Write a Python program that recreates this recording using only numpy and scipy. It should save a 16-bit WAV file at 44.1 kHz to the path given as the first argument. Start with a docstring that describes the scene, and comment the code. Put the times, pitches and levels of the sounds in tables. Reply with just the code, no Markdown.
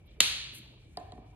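"""An asparagus spear is snapped by hand in a hard, lively kitchen: a volley of cracks rings the stalk modes
over a falling pop. Fibres tear and creak softly (filtered noise); the cut end drops on the board and bounces
(struck modes, a tick ahead of each knock) and the hand thuds on the counter. Appliances hum (noise bands).
Diffuse noise, decaying band by band, is the room; two microphone ports hear it all a moment apart."""
import sys
import numpy as np
from scipy import signal
from scipy.fft import rfft, irfft
from scipy.io import wavfile
from scipy.ndimage import uniform_filter1d

SR = 44100
rng = np.random.default_rng(int(sys.argv[2]) if len(sys.argv) > 2 else 0)


def to_wav(sig):
    """Store sig (one row per channel, or 1-D mono) as 16-bit WAV at the path in sys.argv[1].

    Samples outside -1..1 are clipped; the rate is SR.
    """
    pcm = np.clip(np.atleast_2d(sig), -1, 1) * 32767
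    pcm = np.round(pcm).astype(np.int16)
    wavfile.write(sys.argv[1], SR, pcm.T)  # frames by channels


N = 59535
T = np.arange(N) / SR
HZ = np.maximum(np.arange(N // 2 + 1) * SR / N, 1)

# Cracks of the snap, with a quieter echo following: t/s, drive level/dB
CRACK_EVENTS = [(0.2036, -16.5), (0.2043, -1), (.2052, -4.5), (.2058, -4), (.2073, -12), (.2084, -10.5)]
# Cut end landing and bouncing: t/s, knock drive/dB, tick drive/dB, tick pitch ratio
LANDINGS = [(0.9737, -26.5, -29.5, 1.037), (1.002, -44, -56, 1.6), (1.123, -35.5, -42.5, 0.894),
            (1.179, -41, -60, 0.71), (1.208, -49, -103, .93)]


def amp(db):
    """Amplitude ratio of a level in dB."""
    return 10 ** (np.asarray(db) / 20)


def over_hz(table):
    """Interpolate (f/Hz, value) rows on a log-frequency axis."""
    f_hz, value = np.array(table).T
    return np.interp(np.log(HZ), np.log(f_hz), value)


def shape(x, gain):
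    """Filter by multiplying the spectrum by a gain (circular)."""
    return irfft(rfft(x) * gain, N)


def unit(x):
    """Scale to unit RMS."""
    return x / np.sqrt(np.mean(x ** 2))


def bump(hz, width_hz):
    """Gaussian band gain; the width is two standard deviations."""
    return np.exp(-.5 * ((HZ - hz) / (width_hz / 2)) ** 2)


def decay(t, t60_s):
    """Exponential decay by 60 dB in t60."""
    return np.exp(-np.log(1000) * t / t60_s)


def diffuse():
    """Two noises, correlated per band as a diffuse field is at the two ports."""
    # Likeness of the ports: f/Hz, correlation 0-1
    likeness = [(45, .999), (100, .99), (200, .85), (400, .7), (800, .5), (2000, .4), (4000, .35),
                (7000, .8), (10000, .98), (14000, .9)]
    a, b = rng.standard_normal((2, N))
    corr = np.clip(over_hz(likeness), 0, 1)
    mid = shape(a, np.sqrt((1 + corr) / 2))
    side = shape(b, np.sqrt((1 - corr) / 2))
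    return np.array([mid + side, mid - side])


def ring(t0_s, db, modes, rise_s, pitch=1):
    """One blow on damped sine modes (f/Hz, level/dB, t60/s), each randomly detuned and re-levelled."""
    detune, wobble_db = .012, 1.5  # standard deviations: frequency ratio, dB
    t = np.maximum(T - t0_s, 0)
    draws = rng.standard_normal((len(modes), 2))
    out = 0
    for (hz, mode_db, t60_s), (a, b) in zip(modes, draws):
        mode_hz = hz * pitch * (1 + detune * a)
        out = out + amp(mode_db + wobble_db * b) * decay(t, t60_s) * np.sin(2 * np.pi * mode_hz * t)
    return amp(db) * (1 - np.exp(-t / rise_s)) * out


def background():
    """Broad appliance noise in flickering octave bands, plus narrow noise bands as wavering hums."""
    # Broad noise colour: f/Hz, relative density level/dB
    floor_colour = [(30, -8), (55, 5.5), (120, -3), (200, -7), (400, -12.5), (800, -21), (1400, -31),
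                    (2000, -31.5), (3000, -26.5), (4200, -36.5), (5500, -38), (8000, -41), (13000, -47.5),
                    (16000, -62)]
    # Fan and fridge hums: f/Hz, width/Hz, RMS level/dB
    hums = [(56, 24, -59), (97, 5.5, -61.5), (123.14, 2.7, -62.5), (320, 15, -73), (2330, 170, -75)]
    floor_db, flicker_db = -57, 4
    noise = shape(diffuse(), amp(over_hz(floor_colour)))
    broad = 0
    for hz in 30 * 2 ** np.arange(10.):
        band = np.cos(np.pi / 2 * np.clip(np.log2(HZ / hz), -1, 1)) ** 2
        flicker = unit(uniform_filter1d(rng.standard_normal(N), size=2500))
        broad = broad + shape(noise, band) * amp(flicker_db * flicker)
    hum = sum(amp(db) * unit(shape(diffuse(), bump(hz, width_hz))) for hz, width_hz, db in hums)
    return amp(floor_db) * unit(broad) + hum


def room(x):
    """Kitchen tail: convolution with diffuse noise that builds up, then dies band by band."""
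    # Reverberation time: f/Hz, t60/s
    room_t60 = [(150, 0.5), (600, 0.82), (1500, 0.7941), (3000, 0.95), (5500, 0.686), (9000, 0.53),
                (14000, 0.27)]
    rise_s = 0.0032
    noise, tail, t60_s = diffuse(), 0, over_hz(room_t60)
    for hz in 60 * 2 ** np.arange(0, 8.5, .5):  # half-octave bands
        band = np.cos(np.pi * np.clip(np.log2(HZ / hz), -.5, .5)) ** 2
        tail = tail + shape(noise, band) * decay(T, t60_s[int(hz * N / SR)])
    tail = tail * (1 - np.exp(-(T / rise_s) ** 2))
    tail = tail / np.sqrt(np.sum(tail ** 2) / 2)  # unit energy per port on average
    return signal.fftconvolve(tail, x[None], axes=1)[:, :N]


def click(t0_s, db, gain):
    """Zero-phase click of the given colour and energy level, delayed to t0."""
    x = irfft(gain * np.exp(-2j * np.pi * HZ * t0_s), N)
    return amp(db) * x / np.sqrt(np.sum(x ** 2))


def spread():
    """Room feed of snap and ticks, leaving in all directions: one smooth click for each."""
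    # Snap colour as the room returns it: f/Hz, relative density level/dB
    snap_colour = [(150, -19), (300, -20.5), (600, -22), (1200, -16), (2000, -9), (2800, -3.26), (3500, -2),
                   (4300, -0.6), (5200, -13), (6500, -9), (8000, -16), (10000, -13.5), (12500, -21.5),
                   (14500, -27.5), (17000, -68.5)]
    # Tick colour as the room returns it: f/Hz, relative density level/dB
    tick_colour = [(800, -25), (1800, 6), (3000, 1), (4400, 2.5), (5500, -11), (8500, -10.5), (12000, -19),
                   (14000, -50)]
    snap_db, snap_top_hz, tick_wet_db = 6.5, 13800, 0
    loudest_s = max(CRACK_EVENTS, key=lambda row: row[1])[0]
    snap_gain = amp(over_hz(snap_colour)) / (1 + (HZ / snap_top_hz) ** 20)
    tick_gain = amp(over_hz(tick_colour))
    tick_feed = sum(click(t_s, db + tick_wet_db, tick_gain) for t_s, _, db, _ in LANDINGS)
    return click(loudest_s, snap_db, snap_gain) + tick_feed


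def fingers():
    """Last fibres tear and fingers slide: grainy bright hiss; the bent stalk creaks: short noise bands."""
    # Tearing hiss envelope: t/s, level/dB
    tear = [(.51, -99.5), (0.534, -65), (.546, -57), (.553, -50), (.562, -54), (.578, -58), (.587, -52.5),
            (.595, -64), (.64, -99)]
    # Creaks: t/s, peak level/dB, f/Hz
    creaks = [(.06, -83, 10000), (.068, -75.5, 12000), (.082, -66, 3600), (.094, -69.5, 3500),
              (.115, -67.5, 3900), (.587, -62, 6400)]
    tear_hz, tear_width_hz, grain_db = 10200, 7000, 3
    creak_s = .005  # standard deviation of the Gaussian envelope
    t_s, tear_db = np.array(tear).T
    grain = amp(grain_db * unit(uniform_filter1d(rng.standard_normal(N), size=60)))
    hiss = unit(shape(rng.standard_normal(N) * grain, bump(tear_hz, tear_width_hz)))
    out = hiss * amp(np.interp(T, t_s, tear_db, -120, -120))
    for t0_s, db, hz in creaks:
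        envelope = np.exp(-.5 * ((T - t0_s) / creak_s) ** 2)
        out = out + amp(db) * envelope * unit(shape(rng.standard_normal(N), bump(hz, 0.22 * hz)))
    return out


def knocks():
    """Board modes ring at each landing; counter modes thud under the hand."""
    # Board modes: f/Hz, level/dB, t60/s
    board_modes = [(190.4, -19, 0.18), (299, -24.5, 0.14), (425, -12.5, 0.062), (654, -12.5, 0.043),
                   (715, -8.5, 0.057), (741.7, -12.5, 0.077), (1011, -13.5, 0.065), (1880, -17.5, 0.014)]
    # Hand touching the counter: t/s, drive level/dB
    thumps = [(1.135, -48.5), (1.152, -50.5), (1.188, -49.5)]
    # Counter modes: f/Hz, level/dB, t60/s
    counter_modes = [(157, 3.5, 0.065), (238, 11.5, 0.027), (294, 5.5, 0.024)]
    knock_rise_s, thump_rise_s = 0.00056, 0.0024
    board = sum(ring(t_s, db, board_modes, knock_rise_s) for t_s, db, *_ in LANDINGS)
    counter = sum(ring(t_s, db, counter_modes, thump_rise_s) for t_s, db in thumps)
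    return board + counter


def ticks():
    """First contact just ahead of each knock: short high modes, pitched per landing."""
    # Tick modes: f/Hz before the pitch ratio, level/dB, t60/s
    tick_modes = [(3700, -1, 0.0078), (4480, 6, 0.0085), (8130, -2.5, 0.0044), (10900, -18, 0.0086)]
    lead_s, rise_s = 0.0021, 0.00041
    return sum(ring(t_s - lead_s, db, tick_modes, rise_s, pitch) for t_s, _, db, pitch in LANDINGS)


def pop():
    """Low body of the snap: one puff of air, a damped sine whose pitch falls exponentially."""
    start_s, level_db, rise_s, t60_s = .2048, -24.5, 0.0029, 0.046
    top_hz, end_hz, fall_s = 1190, 130, 0.0039
    t = np.maximum(T - start_s, 0)
    hz = end_hz + (top_hz - end_hz) * np.exp(-t / fall_s)
    phase = 2 * np.pi * np.cumsum(hz * (t > 0)) / SR
    return amp(level_db) * (1 - np.exp(-t / rise_s)) * decay(t, t60_s) * np.sin(phase)


def snap():
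    """A quick volley of cracks rings the stalk and cupped hands over the pop; left leads in mid bands."""
    # Stalk and hand modes: f/Hz, level/dB, t60/s
    stalk_modes = [(1305, -36, .008), (2375, -24.5, 0.025), (3092, -6.5, 0.0099), (3635, -7.5, 0.014),
                   (4063, -6, 0.011), (5348, -5, 0.0059), (6745, -4.5, .005), (7700, -14.5, .004),
                   (10290, -7.5, 0.0025), (13000, -27.5, 0.0046)]
    # Phase lead at the left port: f/Hz, lead/rad
    left_lead = [(700, 0), (2000, .8), (3800, 2.2), (4500, 0)]
    rise_s = .0001
    x = sum(ring(t_s, db, stalk_modes, rise_s) for t_s, db in CRACK_EVENTS) + pop()
    return np.array([shape(x, np.exp(1j * over_hz(left_lead))), x])


def scene():
    """Direct sources, room and background at two ports; the whole left port is then delayed."""
    hands_wet_db, knock_wet_db = -14.5, -5.5
    left_lag_s = 4 / 44100
    hands, board, tick = fingers(), knocks(), ticks()
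    wet = room(spread() + amp(hands_wet_db) * hands + amp(knock_wet_db) * board)
    left, right = snap() + hands + board + tick + wet + background()
    return np.array([shape(left, np.exp(-2j * np.pi * HZ * left_lag_s)), right])


def record(dry):
    """Roll off rumble, clip at full scale, cut the top, clip again."""
    low_hz, top_hz = 37, 16000
    highpass = signal.butter(2, low_hz, "high", fs=SR, output="sos")
    lowpass = signal.ellip(8, .2, 60, top_hz, fs=SR, output="sos")
    x = np.clip(signal.sosfilt(highpass, dry), -1, 1)
    return np.clip(signal.sosfilt(lowpass, x), -1, 1)


dry = scene()
out = record(dry)
to_wav(out)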